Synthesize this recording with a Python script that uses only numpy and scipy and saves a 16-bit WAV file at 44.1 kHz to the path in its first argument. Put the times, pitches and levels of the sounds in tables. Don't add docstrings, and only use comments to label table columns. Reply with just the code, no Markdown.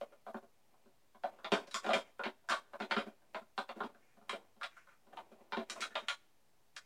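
import sys
import numpy as np
from scipy import signal
from scipy.fft import rfft, irfft
from scipy.io import wavfile
from scipy.ndimage import uniform_filter1d, minimum_filter1d

SR = 44100
rng = np.random.default_rng(int(sys.argv[2]) if len(sys.argv) > 2 else 0)


def nominal_scale(level):
    x = np.asarray(level, float) / 20
    return 10 ** x


def materialize(psi):
    bounded = np.clip(np.atleast_2d(psi).T, -1, 1)
    quanta = np.round(bounded * 32767).astype(np.int16)
    wavfile.write(sys.argv[1], SR, quanta)


N = 302085
KNOCK_T = np.arange(0, 0.12, 1 / SR)


def evened(x):
    return x / np.sqrt(np.mean(x ** 2) + 1e-20)


def read(points, hz):
    f, value = np.transpose(points)
    return np.interp(np.log(hz + 1), np.log(f + 1), value)


def add(mix, s, sound):
    part = mix[round(s * SR):][:len(sound)]
    part += sound[:len(part)]


def band(x, lo_hz, hi_hz):
    return signal.sosfilt(signal.butter(2, [lo_hz, hi_hz], "band", fs=SR, output="sos"), x)


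def hush(db):
    # pitch in Hz, level in dB per Hz.
    hush_curve = [(20, 5), (50, -1), (120, 4), (400, -2), (790, -2), (1400, -9.5), (5000, -13.5),
                  (16000, -18.5)]
    hz = np.fft.rfftfreq(N, 1 / SR)
    spectrum = rfft(rng.standard_normal(N)) * nominal_scale(read(hush_curve, hz))
    return nominal_scale(db) * evened(irfft(spectrum, N))


def room(x):
    # pitch in Hz, time to die by 60 dB in seconds.
    room_decay = [(150, 0.13), (500, 0.17), (1500, 0.11), (4000, 0.14), (10000, 0.23)]
    late_t60, late_db = 0.54, -20
    first_echo_s, gap = 0.003, 20
    taps = np.zeros(SR)
    at = np.arange(round(first_echo_s * SR), SR - gap, gap)
    taps[at + rng.integers(0, gap, len(at))] = rng.choice([-1., 1.], len(at))
    hz, t, z = signal.stft(taps, SR, nperseg=256)
    fade = nominal_scale(-60 * t / read(room_decay, hz)[:, None])
    fade = fade + nominal_scale(late_db - 60 * t / late_t60)
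    tail = signal.istft(z * fade, SR, nperseg=256)[1]
    return signal.fftconvolve(x, tail / np.linalg.norm(tail))[:N]


def cloth(extra_db, slips_per_s=1500):
    # start in seconds, length in seconds, pressure in dB, scratchiness in dB.
    strokes = [(0, 0.24, -59, -15), (0.384, 0.83, -68, -13), (1.239, .22, -53, -18),
               (1.562, 0.15, -51.5, -15), (1.792, 0.12, -53, 0.5), (2.002, 0.13, -58, -3),
               (2.436, 0.4, -61, -32.5), (2.696, 0.4, -54, -11), (3.03, 0.14, -55, -19.5),
               (3.2, 0.3, -65, -10), (3.56, 0.23, -85.5, 14), (3.669, 0.32, -50.5, -35),
               (3.92, 0.31, -66.5, 2), (4.164, 0.39, -55, -26), (4.64, .16, -80.5, 20.5),
               (4.735, 0.13, -76.5, 19.5), (4.838, 0.14, -77, 17.5), (4.993, 0.41, -54.5, -20),
               (5.264, .3, -56.5, -20), (5.596, 0.42, -52.5, -6), (5.92, 0.19, -67, 10),
               (6.094, 0.21, -91, 12), (6.7, 0.35, -72.5, 8.5)]
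    still_db = -81.5
    press, scratch = np.full((2, N), nominal_scale(still_db))
    for s, length, db, scratch_db in strokes:
        swell = np.sin(np.pi * np.arange(0, 1, 1 / (length * SR))) ** 2
        add(press, s, nominal_scale(db) * swell)
        add(scratch, s, nominal_scale(db + scratch_db) * swell)
    strength = nominal_scale(2.8 * np.minimum(rng.exponential(1, N), 4.5))
    happens = rng.random(N) < slips_per_s / SR
    slips = strength * happens * rng.choice([-1, 1], N)
    dull = evened(band(slips, 120, 850)) * press
    fine = evened(band(slips, 1150, 2415)) * scratch
    hiss = nominal_scale(-12) * evened(band(slips, 2900, 6600)) * scratch
    return nominal_scale(extra_db) * (dull + fine + hiss)


def ring(modes, rise_s):
    spread_db, detune = 2, 0.04
    hz, db, t60 = np.transpose(modes)[:, :, None]
    luck_db, luck_hz = rng.standard_normal((2, len(modes), 1))
    sign = (-1.) ** np.argsort(np.argsort(hz, axis=0), axis=0)
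    level = sign * nominal_scale(db + spread_db * luck_db - 60 * KNOCK_T / t60)
    waves = level * np.sin(2 * np.pi * hz * (1 + detune * luck_hz) * KNOCK_T)
    return evened(waves.sum(0) * (1 - np.exp(-KNOCK_T / rise_s)))


def cot_thump():
    # pitch in Hz, level in dB, time to die by 60 dB in seconds.
    cot_modes = [(59, -13.5, 0.026), (124, -4, 0.028), (217.5, 0, 0.084), (273, -5, 0.087),
                 (297, -6, 0.059), (393, -3, 0.08), (440, -5.5, 0.01)]
    return ring(cot_modes, 0.0022)


def shell_ring(main_hz):
    # pitch in Hz, level in dB, time to die by 60 dB in seconds.
    shell_modes = [(560, -8, 0.028), (630, 1.5, 0.018), (713.8, -1, 0.016), (978, -4.5, 0.017),
                   (1120, -2.5, 0.011), (1193, -3.5, 0.018), (1440, 3, 0.0089), (1756, -20.5, 0.0076)]
    modes = [(main_hz, -2, 0.02)]
    for hz, db, t60 in shell_modes:
        fall_db = 14.5 if hz < main_hz else 6.5
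        modes.append((hz, db - fall_db * abs(np.log2(hz / main_hz)), t60))
    return ring(modes, 0.0012)


def wall_clack():
    # pitch in Hz, level in dB, time to die by 60 dB in seconds.
    wall_modes = [(1940, 13.5, 0.0013), (2193, -1.5, 0.016), (2350, -3, 0.0048), (3226, -3, 0.014),
                  (3750, 1, 0.0043), (3773, -3, 0.013), (4670, -13.5, 0.0065)]
    return band(ring(wall_modes, 0.00015), 1500, 5900)


def edge_tick():
    # pitch in Hz, level in dB, time to die by 60 dB in seconds.
    edge_modes = [(4910, 1.5, 0.0022), (6804, -6.5, .002), (7700, -9, 0.002), (8630, -14, 0.002),
                  (10500, -18, 0.0017), (12900, -24, .0015)]
    return ring(edge_modes, 0.0001)


def treat_crunch(clack_db, tick_db):
    t60, snap_db, snap_s = 0.048, 2.5, 0.0015
    noise = rng.standard_normal(2600)
    t = np.arange(len(noise)) / SR
    crack = noise * nominal_scale(-60 * t / t60 + snap_db * np.exp(-t / snap_s))
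    crack = np.pad(crack, (0, len(KNOCK_T) - len(crack)))
    body = evened(band(band(crack, 1200, 4300), 900, 4400))
    sizzle = band(band(crack, 5500, 9000), 3000, 9350)
    bright = evened(band(crack, 4100, 6000) + nominal_scale(-7) * sizzle)
    return nominal_scale(clack_db - 5) * body + nominal_scale(tick_db - 6.5) * bright


def chatter(sound):
    bounce_s, fall_db = 0.04, 22
    when, size = rng.random((2, 40))
    blows = np.zeros(len(sound))
    blows[(when * bounce_s * SR).astype(int)] = (2 * size - 1) * nominal_scale(-2.5 - fall_db * when)
    blows[0] = 0.6
    return signal.fftconvolve(sound, blows / np.linalg.norm(blows))[:len(sound)]


def knock(main_hz, db, weight_db, hard_db, edge_db):
    clack_db = db + hard_db
    tick_db = clack_db + edge_db
    shell = nominal_scale(db) * shell_ring(main_hz)
    walls = nominal_scale(clack_db - 1.5) * wall_clack()
    edges = nominal_scale(tick_db - 6) * edge_tick()
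    thump = nominal_scale(db + weight_db - 1.5) * cot_thump()
    return chatter(shell + walls + edges) + treat_crunch(clack_db, tick_db) + thump


def toy(extra_db):
    # start in seconds, main pitch in Hz, strength in dB, weight on the cot in dB.
    nudges = [(.122, 650, -59, -18), (0.427, 540, -60, 3.5), (.74, 794, -67.5, -19), (.857, 630, -63.5, 7),
              (1.147, 670, -58.5, -1.5), (1.329, 617, -79, -8), (1.388, 660, -56.5, -32),
              (2.441, 676, -66, -23), (2.877, 620, -79, 6), (3.219, 687, -66.5, -7.7), (3.41, 770, -60, 4),
              (3.76, 476, -58.5, 5.5), (3.946, 618, -59.5, -2), (4.169, 634, -61, 4), (4.213, 625, -61, 3),
              (4.445, 645, -73, -4), (4.564, 650, -63.5, 4), (4.766, 1576, -58.5, -37),
              (4.87, 1306, -57.5, -18), (4.916, 1390, -63, -20.5), (5.068, 726, -61, 3.5),
              (5.128, 640, -57, -9), (5.316, 560, -58, 1.8), (5.401, 577, -77.5, 15),
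              (5.759, 708, -52, -10), (5.907, 1690, -57.5, -4.5), (6.019, 730, -58.5, 1.5)]
    # as above, then hardness in dB.
    nose = [(.265, 630, -49.5, -12, -21), (.344, 633, -48.5, 4, -25), (.364, 554, -56, -16, -15),
            (1.236, 715.5, -42.5, -12, -16), (1.445, 721.4, -43, -15, -7), (1.905, 719, -40, -26, -7),
            (2.194, 667, -43.5, -19, -20.5), (2.236, 680, -48, -14, 0.5), (2.255, 570, -43.5, 0.8, -7.5),
            (2.82, 654, -72, 26, 18.5), (2.91, 903, -37.5, -12, -2), (2.965, 1176, -41, 5.5, -6),
            (2.98, 606, -45.5, -19, -0.7), (3.065, 714, -58, 10.5, -35), (3.346, 712.2, -45, -9.5, -6.5),
            (3.691, 667, -48, -10.5, -7.5), (3.804, 1050, -41.5, -5, -19), (3.835, 900, -53, 7.5, -6),
            (4.33, 488, -46.5, -5.5, -8.5), (5.171, 938, -50, -43.5, -10), (5.522, 877, -42.5, -10.5, -8),
            (5.569, 610, -42.5, 3, -8.5), (5.59, 593, -53.5, 5, -7.5), (5.954, 729, -40.5, -39, -2)]
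    claws = [(.012, 620, -48.5, -9, -17), (.022, 686, -83, -17, -25), (.036, 590, -70, -11, -23),
             (.284, 570, -63.5, 4, -16), (.376, 644, -85, -31, -4), (1.519, 671, -34.5, 4, -4.5),
             (1.536, 1565, -39, -10, -7), (1.844, 726, -44.5, -6, -13.5), (1.864, 657, -41, -2, -11),
             (1.891, 723, -37, -5.5, -16), (1.933, 633, -36, -11, -1.4), (1.95, 936, -43.5, 3.5, -3),
             (2.51, 1120, -45, -39, -0.5), (2.518, 1160, -36, -18, -9), (2.734, 696, -50, -12, -18.5),
             (2.801, 738, -43, -2, -11.5), (3.578, 780, -40, -8, -9.5), (4.294, 1023, -46, -12.5, 0.8),
             (4.612, 1184, -48, -33, -12), (4.632, 1133, -47.5, -33, 0.5), (5.82, 1574, -46.5, -37, 2.5),
             (6.084, 1436, -43, -52, 3)]
    teeth = [
        (1.671, 680, -62, -6.5, -2),
        (1.711, 1550, -64.5, -15, 6),
        (1.743, 1120, -43, -13, -2),
        (2.488, 1180, -39, -43.5, -16.5),
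        (2.497, 1120, -38, -13, -11.5),
        (2.538, 1122, -52, -16, -18),
        (5.698, 1430, -53.5, -11, 4.5),
        (5.806, 1735, -62, 2, 13.5),
        (6.764, 1440, -55, -39, 0.2),
    ]
    out = np.zeros(N)
    for s, hz, db, weight_db in nudges:
        add(out, s, knock(hz, db, weight_db, -16.5, -14))
    for rows, edge_db in [(nose, -17), (claws, -8.5), (teeth, 2.1)]:
        for s, hz, db, weight_db, hard_db in rows:
            add(out, s, knock(hz, db, weight_db, hard_db, edge_db))
    return nominal_scale(extra_db) * out


def scene():
    near = toy(2.83) + cloth(3.3)
    return (near + nominal_scale(2.5) * room(near) + hush(-61.5))[None]


def gate(x):
    opens_db, knee_db, step_db = -42.5, 3.5, -9.5
    sense_s, ahead_s = 0.016, 0.0032
    power = abs(uniform_filter1d(x ** 2, round(sense_s * SR)))
    level_db = 10 * np.log10(power + 1e-12)
    level_db = -minimum_filter1d(-level_db, round(2 * ahead_s * SR))
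    opened = 0.5 + 0.5 * np.tanh((level_db - opens_db) / knee_db)
    return x * nominal_scale(step_db * (2 - uniform_filter1d(opened, size=300)))


def low_pass(x):
    return signal.sosfilt(signal.butter(12, 15970, fs=SR, output="sos"), x)


def record(dry, cut_hz=185):
    cut = signal.butter(2, cut_hz, "high", fs=SR, output="sos")
    x = signal.sosfilt(cut, signal.sosfilt(cut, dry))
    x = x + nominal_scale(-16) * dry
    mix = gate(x) + hush(-77.5) - 0.0004
    return low_pass(mix)


dry = scene()
out = record(dry)
materialize(out)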